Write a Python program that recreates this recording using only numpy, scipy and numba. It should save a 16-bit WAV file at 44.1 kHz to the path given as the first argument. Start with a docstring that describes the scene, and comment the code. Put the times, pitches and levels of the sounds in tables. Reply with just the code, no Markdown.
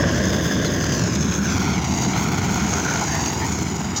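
"""A dusty verge beside an asphalt road, the microphone a few metres behind a weighted tyre that two oxen
drag, lying flat, onto the road. Bumps make the carcass rumble, the rubber rasps in quick slips, and sand
and small stones crunch and hiss under it. A short reflection that shifts with the walk colours the scrape.
Behind it are faint outdoor air and a single bird chirp."""
import sys
import numpy as np
from scipy import signal
from scipy.fft import rfft, irfft
from scipy.io import wavfile
from scipy.ndimage import uniform_filter1d, map_coordinates
from numba import njit

SR = 44100
rng = np.random.default_rng(int(sys.argv[2]) if len(sys.argv) > 2 else 0)


def unload_wav(signal):
    """Save mono or channel-first audio to the path in sys.argv[1] as 16-bit WAV at rate SR, clipped to [-1, 1]."""
    wavfile.write(
        sys.argv[1],
        SR,
        np.round(np.clip(np.atleast_2d(signal).T, -1, 1) * 32767).astype(np.int16),
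    )


N = 176400

# The reflection at the moving microphone. Each row: time in seconds, lag in ms before the hand's sway.
REFLECTION_LAG = [(0, 0.64), (.7, 0.61), (.95, 0.64), (1.12, 0.79), (1.45, 0.77), (1.62, 0.89),
                  (1.85, 1.02), (2.05, 1.04), (2.25, 0.94), (2.95, 0.95), (3.12, 1.077), (3.35, 1.08),
                  (3.52, 0.9), (3.72, 1.02), (4, 1.09)]
# Its strength. Each row: time in seconds, share of the direct sound.
REFLECTION_SHARE = [(0, 0.27), (1.3, 0.36), (2.0, 0.44), (2.4, 0.32), (2.9, 0.06), (3.15, 0.4),
                    (3.42, 0.32), (3.58, 0.26), (4, 0.43)]

# Levels along the walk. Each row: time in seconds, level in dB before the trim below.
RUMBLE_LEVEL = [(0.0, -20), (0.06, -21.5), (0.87, -23.5), (1.3, -23), (1.8, -24.5), (1.86, -29), (1.9, -21),
                (2.0, -25), (2.06, -20.5), (2.15, -24), (2.65, -24), (2.75, -25), (3.75, -25.5), (4.0, -29)]
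THUD_LEVEL = [(0.0, -22), (0.05, -24), (0.22, -25), (0.49, -31.5), (1.25, -30), (1.34, -32.5),
              (1.65, -29.5), (1.93, -27.5), (2.0, -36), (2.7, -27.5), (2.86, -32.5), (3.3, -30.5),
              (3.66, -28.5), (3.71, -34), (3.95, -32), (4.0, -38)]
RASP_LEVEL = [(0.0, -26.5), (0.14, -29.5), (1.4, -33), (1.5, -29.5), (1.86, -27.5), (1.88, -30),
              (2.05, -27), (2.08, -31), (2.15, -24), (2.22, -28), (3.02, -27.5), (3.2, -28.5),
              (3.45, -30.3), (3.56, -32), (4.0, -32)]
SAND_LEVEL = [(0.0, -32), (0.75, -30.5), (0.92, -26.5), (0.99, -27.5), (1.32, -33.5), (1.35, -31.5),
              (1.4, -37.5), (1.5, -26.5), (1.72, -30.5), (2.03, -29), (2.1, -31), (2.45, -30.5),
              (2.7, -28.5), (3.0, -28.5), (3.15, -28), (3.43, -31.5), (3.58, -29.5), (3.85, -35.5),
              (3.94, -39.5)]
CRACKLE_LEVEL = [(0.0, -57), (0.35, -47), (0.46, -43.5), (0.56, -48), (0.95, -46.5), (1.05, -53),
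                 (1.42, -50), (1.62, -47), (1.77, -57), (2.03, -47), (2.09, -55), (2.2, -45), (2.43, -49),
                 (2.52, -47), (2.95, -49), (3.15, -47), (3.55, -48.5), (3.92, -55), (3.98, -53)]
RUMBLE_TRIM_DB, THUD_TRIM_DB, RASP_TRIM_DB, SAND_TRIM_DB, CRACKLE_TRIM_DB = -0.5, -2, -1, -0.5, 2.5
# Air ringing inside the tyre. Each row: time in seconds, level in dB relative to the carcass.
CAVITY_LEVEL = [(0, -21), (.3, -3), (.8, -12), (1.2, -2), (1.9, -5), (2.55, -3), (2.8, -6.5), (3.2, -23),
                (3.7, -3), (4, -3.5)]

# Tone colours of tyre and ground. Each row: frequency in Hz, relative level in dB.
CARCASS_COLOUR = [(40, -42), (80, -13.5), (115, -3), (150, 0), (240, -3), (340, -5), (450, -12.5),
                  (600, -21.5), (1200, -59.5)]
THUD_COLOUR = [(20, -32), (38, -18), (50, -23.5), (66, 4), (85, 5.5), (105, -4), (140, -12.5), (300, -49.5)]
RUBBER_ON_DUST = [(150, -31), (400, 5), (620, 10.5), (830, -3), (1080, 2.5), (1300, -11), (1900, -2.5),
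                  (2400, -11.5), (2800, -10), (3500, -9.5), (4200, -16), (8000, -55)]
RUBBER_ON_ASPHALT = [(150, -15.5), (420, 4), (570, -7), (700, 3.5), (950, 0), (1180, -8), (1450, 1.5),
                     (1720, -14.5), (2200, -3), (2750, -11.5), (4000, -12), (8000, -39.5)]
GRIT_COLOUR = [(1000, -5.5), (2800, -7.5), (3600, -14), (4400, -5.5), (4850, -7), (5550, -3), (6000, 2),
               (6900, -6), (7250, -5), (7900, -22), (9000, -31), (16000, -44)]
CRACKLE_COLOUR = [(4000, -28), (8000, -5.5), (10000, -5.5), (12300, -5.5), (13700, -8), (14900, 6),
                  (15700, 0.5), (17000, 0)]
STONE_COLOUR = [(300, -13), (1500, 0), (3500, -3), (6500, -7), (8000, -24), (16000, -30)]
PEBBLE_COLOUR = [(2000, -21), (4000, -10.5), (4500, -4), (5400, -6), (6200, 0), (7000, 2), (7700, -20),
                 (9000, -33), (16000, -28)]

# Resonances of grinding sand and rubber. Each row: time in seconds, centre in Hz, relative level in dB.
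SAND_RING_LOW = [(0, 3300, -16), (.3, 3540, -5), (.7, 3460, -4.5), (.95, 3400, -29), (1.3, 3340, -1.5),
                 (1.65, 3410, -16.5), (4, 3450, -33)]
SAND_RING_MID = [(0, 5240, 1), (.35, 5130, -4), (.9, 5000, -7), (1.15, 5230, -7), (1.45, 5440, -6),
                 (1.65, 4950, -15), (2.02, 4700, -6.5), (2.2, 4800, -13), (3.02, 4900, -13),
                 (3.1, 4760, -9), (3.44, 4860, -6), (3.52, 5050, -19), (4, 5200, 2)]
SAND_RING_TOP = [(0, 6520, -2.5), (.7, 6320, -1.5), (.9, 6400, -7.5), (1.08, 6600, -3), (1.38, 6400, 4.5),
                 (1.6, 6420, -9.5), (2.02, 6500, 2), (2.35, 6690, -3), (2.8, 6480, 0.5), (3.2, 6540, 0.5),
                 (3.58, 6720, -0.5), (3.8, 6780, 0.5), (4, 7000, 4)]
RASP_RING = [(0, 1640, -3.5), (.9, 1635, -4), (1.3, 1610, -1.5), (1.55, 1550, -3), (1.9, 1310, -24),
             (2.25, 1420, -5.5), (2.92, 1490, -8), (3.06, 1590, -10), (3.16, 1830, -4), (3.35, 1740, -21),
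             (3.55, 1450, -10), (4, 1360, -4.5)]

# Small stones under the rubber. Each row: start in seconds, level in dB.
STONE_CRACKS = [(0.331, -25), (0.647, -24), (0.838, -26), (1.157, -27), (1.322, -26), (3.481, -31)]
# Sand crushed under the rim. Each row: start in seconds, time held in seconds, level in dB.
SAND_SPURTS = [(0.826, 0.06, -33), (0.903, 0.045, -32), (1.207, 0.029, -32), (2.729, 0.0098, -29),
               (2.773, 0.014, -40), (3.128, 0.015, -38), (3.256, 0.007, -30), (3.518, 0.011, -29),
               (3.63, .008, -48)]
# Groans of gripping rubber. Each row: start in seconds, length in seconds, centre in Hz, level in dB.
RUBBER_GRIPS = [(2.82, .16, 1460, -27.5), (2.995, 0.058, 820, -25), (3.4, 0.063, 1840, -32.5),
                (3.1, 0.2, 840, -32), (3.3, 0.23, 900, -33)]
# Jolts over the road. Each row: start in seconds, pitch in Hz, level in dB before the trim.
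ROAD_BUMPS = [(0.052, 172, -28), (0.064, 98.4, -25), (0.538, 193, -16.5), (0.94, 199, -21),
              (1.015, 95.7, -18), (1.166, 201.5, -24), (1.282, 81.4, -25), (1.545, 97.2, -25),
              (1.631, 94.8, -27), (1.682, 178, -21), (1.717, 90, -36), (1.751, 169, -26),
              (1.88, 188.5, -20), (2.054, 182.6, -16), (2.159, 106.1, -19.5), (2.293, 174.5, -18.5),
              (2.378, 101.6, -19), (2.499, 207.3, -16), (2.619, 196, -16.5), (2.944, 204.4, -17.5),
              (3.52, 84, -20), (3.597, 191, -20.5), (3.724, 194.4, -22)]


def undb(db):
    """Decibels to gain."""
    return 10 ** (np.asarray(db) / 20)


def unit(x):
    """Scale to rms 1."""
    return x / np.sqrt(np.mean(x ** 2) + 1e-18)


def curve(rows, column=1):
    """One column of a table, joined by straight lines in time."""
    rows = np.array(rows, float)
    return np.interp(np.arange(N) / SR, rows[:, 0], rows[:, column])


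def colour(x, points):
    """Causal filter through (Hz, dB) points; rms 1."""
    hz, db = np.array(points, float).T
    bins_hz = np.maximum(np.arange(N // 2 + 1) * SR / N, 1)
    gain = undb(np.interp(np.log(bins_hz), np.log(hz), db))
    cepstrum = irfft(np.log(gain), N)
    cepstrum[1:N // 2] *= 2  # fold to minimum phase
    cepstrum[N // 2 + 1:] = 0
    return unit(irfft(rfft(x) * np.exp(rfft(cepstrum)), N))


@njit
def bandpass(x, hz, width_hz):
    """State-variable band-pass whose centre may move."""
    out, band_state, low_state = np.empty(len(x)), 0., 0.
    for i in range(len(x)):
        tuning, damping = np.tan(np.pi * hz[i] / SR), width_hz / hz[i]
        band = (band_state + tuning * (x[i] - low_state)) / (1 + tuning * (tuning + damping))
        band_state, low_state = 2 * band - band_state, low_state + 2 * tuning * band
        out[i] = damping * band
    return out


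def ring(x, hz, width_hz):
    """A resonance, its skirts steepened by a second, wider band-pass; rms 1."""
    hz = hz * np.ones(N)
    return unit(bandpass(bandpass(x, hz, float(width_hz)), hz, 4. * width_hz))


def wander(per_s):
    """Smooth random motion through per_s values a second; rms 1."""
    knots = rng.standard_normal(N // 20)
    return unit(map_coordinates(knots, [np.arange(N) / SR * per_s], order=2, mode="mirror"))


def grains(per_s, spread_db):
    """Randomly timed contacts of scattered size and sign; rms 1."""
    hit = rng.random(N) < per_s / SR
    size = np.clip(rng.standard_normal(N), -2, 2)
    return unit(hit * np.sign(rng.standard_normal(N)) * undb(spread_db * size))


def outdoor_air(level_db=-57):
    """A faint, steady bed of open-air noise."""
    return undb(level_db) * colour(rng.standard_normal(N), [(20, -13), (80, -16), (1000, 5), (16000, -28)])


def bird(start_s=0.645, length_s=0.042, from_hz=4460, fall_hz=800, level_db=-31):
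    """One short falling chirp, slightly rough in pitch."""
    progress = np.clip((np.arange(N) / SR - start_s) / length_s, 0, 1)
    hz = (from_hz - fall_hz * progress ** 2) * (1 + 0.018 * wander(per_s=700))
    return undb(level_db) * np.sin(np.pi * progress) * np.sin(2 * np.pi * np.cumsum(hz) / SR)


def reflection(direct, hand_sway=0.019):
    """A copy about a millisecond late; the lag shifts with the walk and the hand holding the microphone."""
    lag_ms = curve(REFLECTION_LAG) * (1 + hand_sway * wander(per_s=14))
    late = map_coordinates(direct, [np.arange(N) - lag_ms * SR / 1000], order=1, mode="mirror")
    return curve(REFLECTION_SHARE) * late


def stones(decay_s=0.0073):
    """Small stones crack dully under the rubber."""
    t = np.arange(N) / SR
    envelope = sum(undb(db) * (t >= start) * np.exp(-np.maximum(t - start, 0) / decay_s)
                   for start, db in STONE_CRACKS)
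    return envelope * colour(grains(per_s=9000, spread_db=4.5), STONE_COLOUR)


def burst(start_s, hold_s, rise_s, decay_s):
    """An envelope that ramps up, holds until hold_s after its start, then dies away."""
    age = np.arange(N) / SR - start_s
    return np.clip(age / rise_s, 0, 1) * np.exp(-np.maximum(age - hold_s, 0) / decay_s)


def pebble(judder, level_db=-25):
    """A trapped pebble skids across the asphalt with a sharp, bright scrape."""
    envelope = burst(start_s=3.958, hold_s=0.028, rise_s=0.005, decay_s=0.0085)
    contacts = grains(per_s=10000, spread_db=2) * undb(1.2 * judder)
    return undb(level_db) * envelope * colour(contacts, PEBBLE_COLOUR)


def crunch(pressure):
    """Sand grains crack in clusters and excite three bright, wandering resonances; rms 1."""
    out = colour(grains(per_s=12000, spread_db=-1.5) * pressure, GRIT_COLOUR)
    for table, width_hz in (SAND_RING_LOW, 210), (SAND_RING_MID, 300), (SAND_RING_TOP, 400):
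        hz = curve(table) * (1 + 0.011 * wander(per_s=25))
        cracks = grains(per_s=7100, spread_db=4.0) * pressure
        out += undb(curve(table, column=2)) * ring(cracks, hz, width_hz)
    return unit(out)


def sand(judder, yield_limit=1.5):
    """Sand grinds under the tyre: a running hiss, fine crackle and short spurts under the rim."""
    hiss = crunch(undb(2.0 * judder)) * undb(curve(SAND_LEVEL) + SAND_TRIM_DB)
    fine_grains = grains(per_s=3500, spread_db=3.0) * undb(2.8 * judder)
    crackle = colour(fine_grains, CRACKLE_COLOUR) * undb(curve(CRACKLE_LEVEL) + CRACKLE_TRIM_DB)
    spurts = sum(undb(db) * burst(start, hold, rise_s=0.00096, decay_s=0.017)
                 for start, hold, db in SAND_SPURTS)
    rim_pressure = undb(3.7 * np.minimum(judder, yield_limit))  # above the limit the sand gives way
    return hiss + crackle + spurts * crunch(rim_pressure)


def grips():
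    """The rubber grips and groans briefly in a narrow band."""
    t = np.arange(N) / SR
    out = np.zeros(N)
    for start, length, hz, db in RUBBER_GRIPS:
        swell = np.sin(np.pi * np.clip((t - start) / length, 0, 1))
        out += undb(db) * swell * ring(grains(per_s=1200, spread_db=-3.0), hz, width_hz=190)
    return out


def rasp(judder, verge_ends_s=0.91, asphalt_from_s=1.52, dust_db=4.5, asphalt_db=0.5):
    """Rubber sticks and slips; its colour changes as dust gives way to asphalt."""
    def slips():
        return grains(per_s=6000, spread_db=2.5) * undb(1.7 * judder)
    paved = curve([(verge_ends_s, 0), (asphalt_from_s, 1)])
    dust = np.sqrt(1 - paved) * undb(dust_db) * colour(slips(), RUBBER_ON_DUST)
    road = np.sqrt(paved) * undb(asphalt_db) * colour(slips(), RUBBER_ON_ASPHALT)
    resonance = undb(curve(RASP_RING, column=2)) * ring(slips(), curve(RASP_RING), width_hz=246)
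    return (dust + road + resonance) * undb(curve(RASP_LEVEL) + RASP_TRIM_DB)


def bumps(rise_s=0.013, waver=0.1233, trim_db=-2):
    """The tyre jolts over each bump: a quick swell and a dying boom whose pitch is unsteady."""
    t = np.arange(N) / SR
    out = np.zeros(N)
    for start, hz, db in ROAD_BUMPS:
        age = np.maximum(t - start, 0) / rise_s
        cycles = np.cumsum(hz * (1 + waver * wander(per_s=120))) / SR
        out += undb(db + trim_db) * age * np.exp(1 - age) * np.sin(2 * np.pi * cycles)
    return out


def even_level(shaking):
    """Gently compresses the low rumble so its loudness stays steady; rms 1."""
    power = uniform_filter1d(shaking ** 2, size=3000)
    return unit(shaking / (power + 1e-6) ** 0.28)


def rumble():
    """The rough road thuds, shakes the carcass and rings the air inside the tyre."""
    cavity = undb(curve(CAVITY_LEVEL)) * ring(grains(per_s=900, spread_db=1.0), hz=190, width_hz=33)
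    carcass = colour(grains(per_s=1500, spread_db=2), CARCASS_COLOUR)
    thud = colour(grains(per_s=770, spread_db=3.0), THUD_COLOUR)
    body = even_level(carcass + cavity) * undb(curve(RUMBLE_LEVEL) + RUMBLE_TRIM_DB)
    return body + even_level(thud) * undb(curve(THUD_LEVEL) + THUD_TRIM_DB)


def scene(judder_per_s=260, lurch_per_s=42):
    """Mono, from a few metres behind: the juddering tyre and its reflection over the bird and the air."""
    judder = unit(wander(judder_per_s) + 0.42 * wander(lurch_per_s))
    low_end = rumble() + bumps()
    rubber_judder = unit(0.42 * judder + wander(judder_per_s))  # partly follows the tyre's judder
    tyre = low_end + rasp(rubber_judder) + grips() + sand(judder) + pebble(judder) + stones()
    return (tyre + reflection(tyre) + outdoor_air() + bird())[None]


def record(dry, low_cut_hz=41.7, top_hz=15800):
    """The recorder rounds the peaks, thins the lowest bass and cuts the top."""
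    rounded = np.tanh(1.5 * dry) / 1.5
    thinned = signal.sosfilt(signal.butter(2, low_cut_hz, "high", fs=SR, output="sos"), rounded)
    return signal.sosfilt(signal.ellip(10, .2, 80, top_hz, fs=SR, output="sos"), thinned)


dry = scene()
out = record(dry)
unload_wav(out)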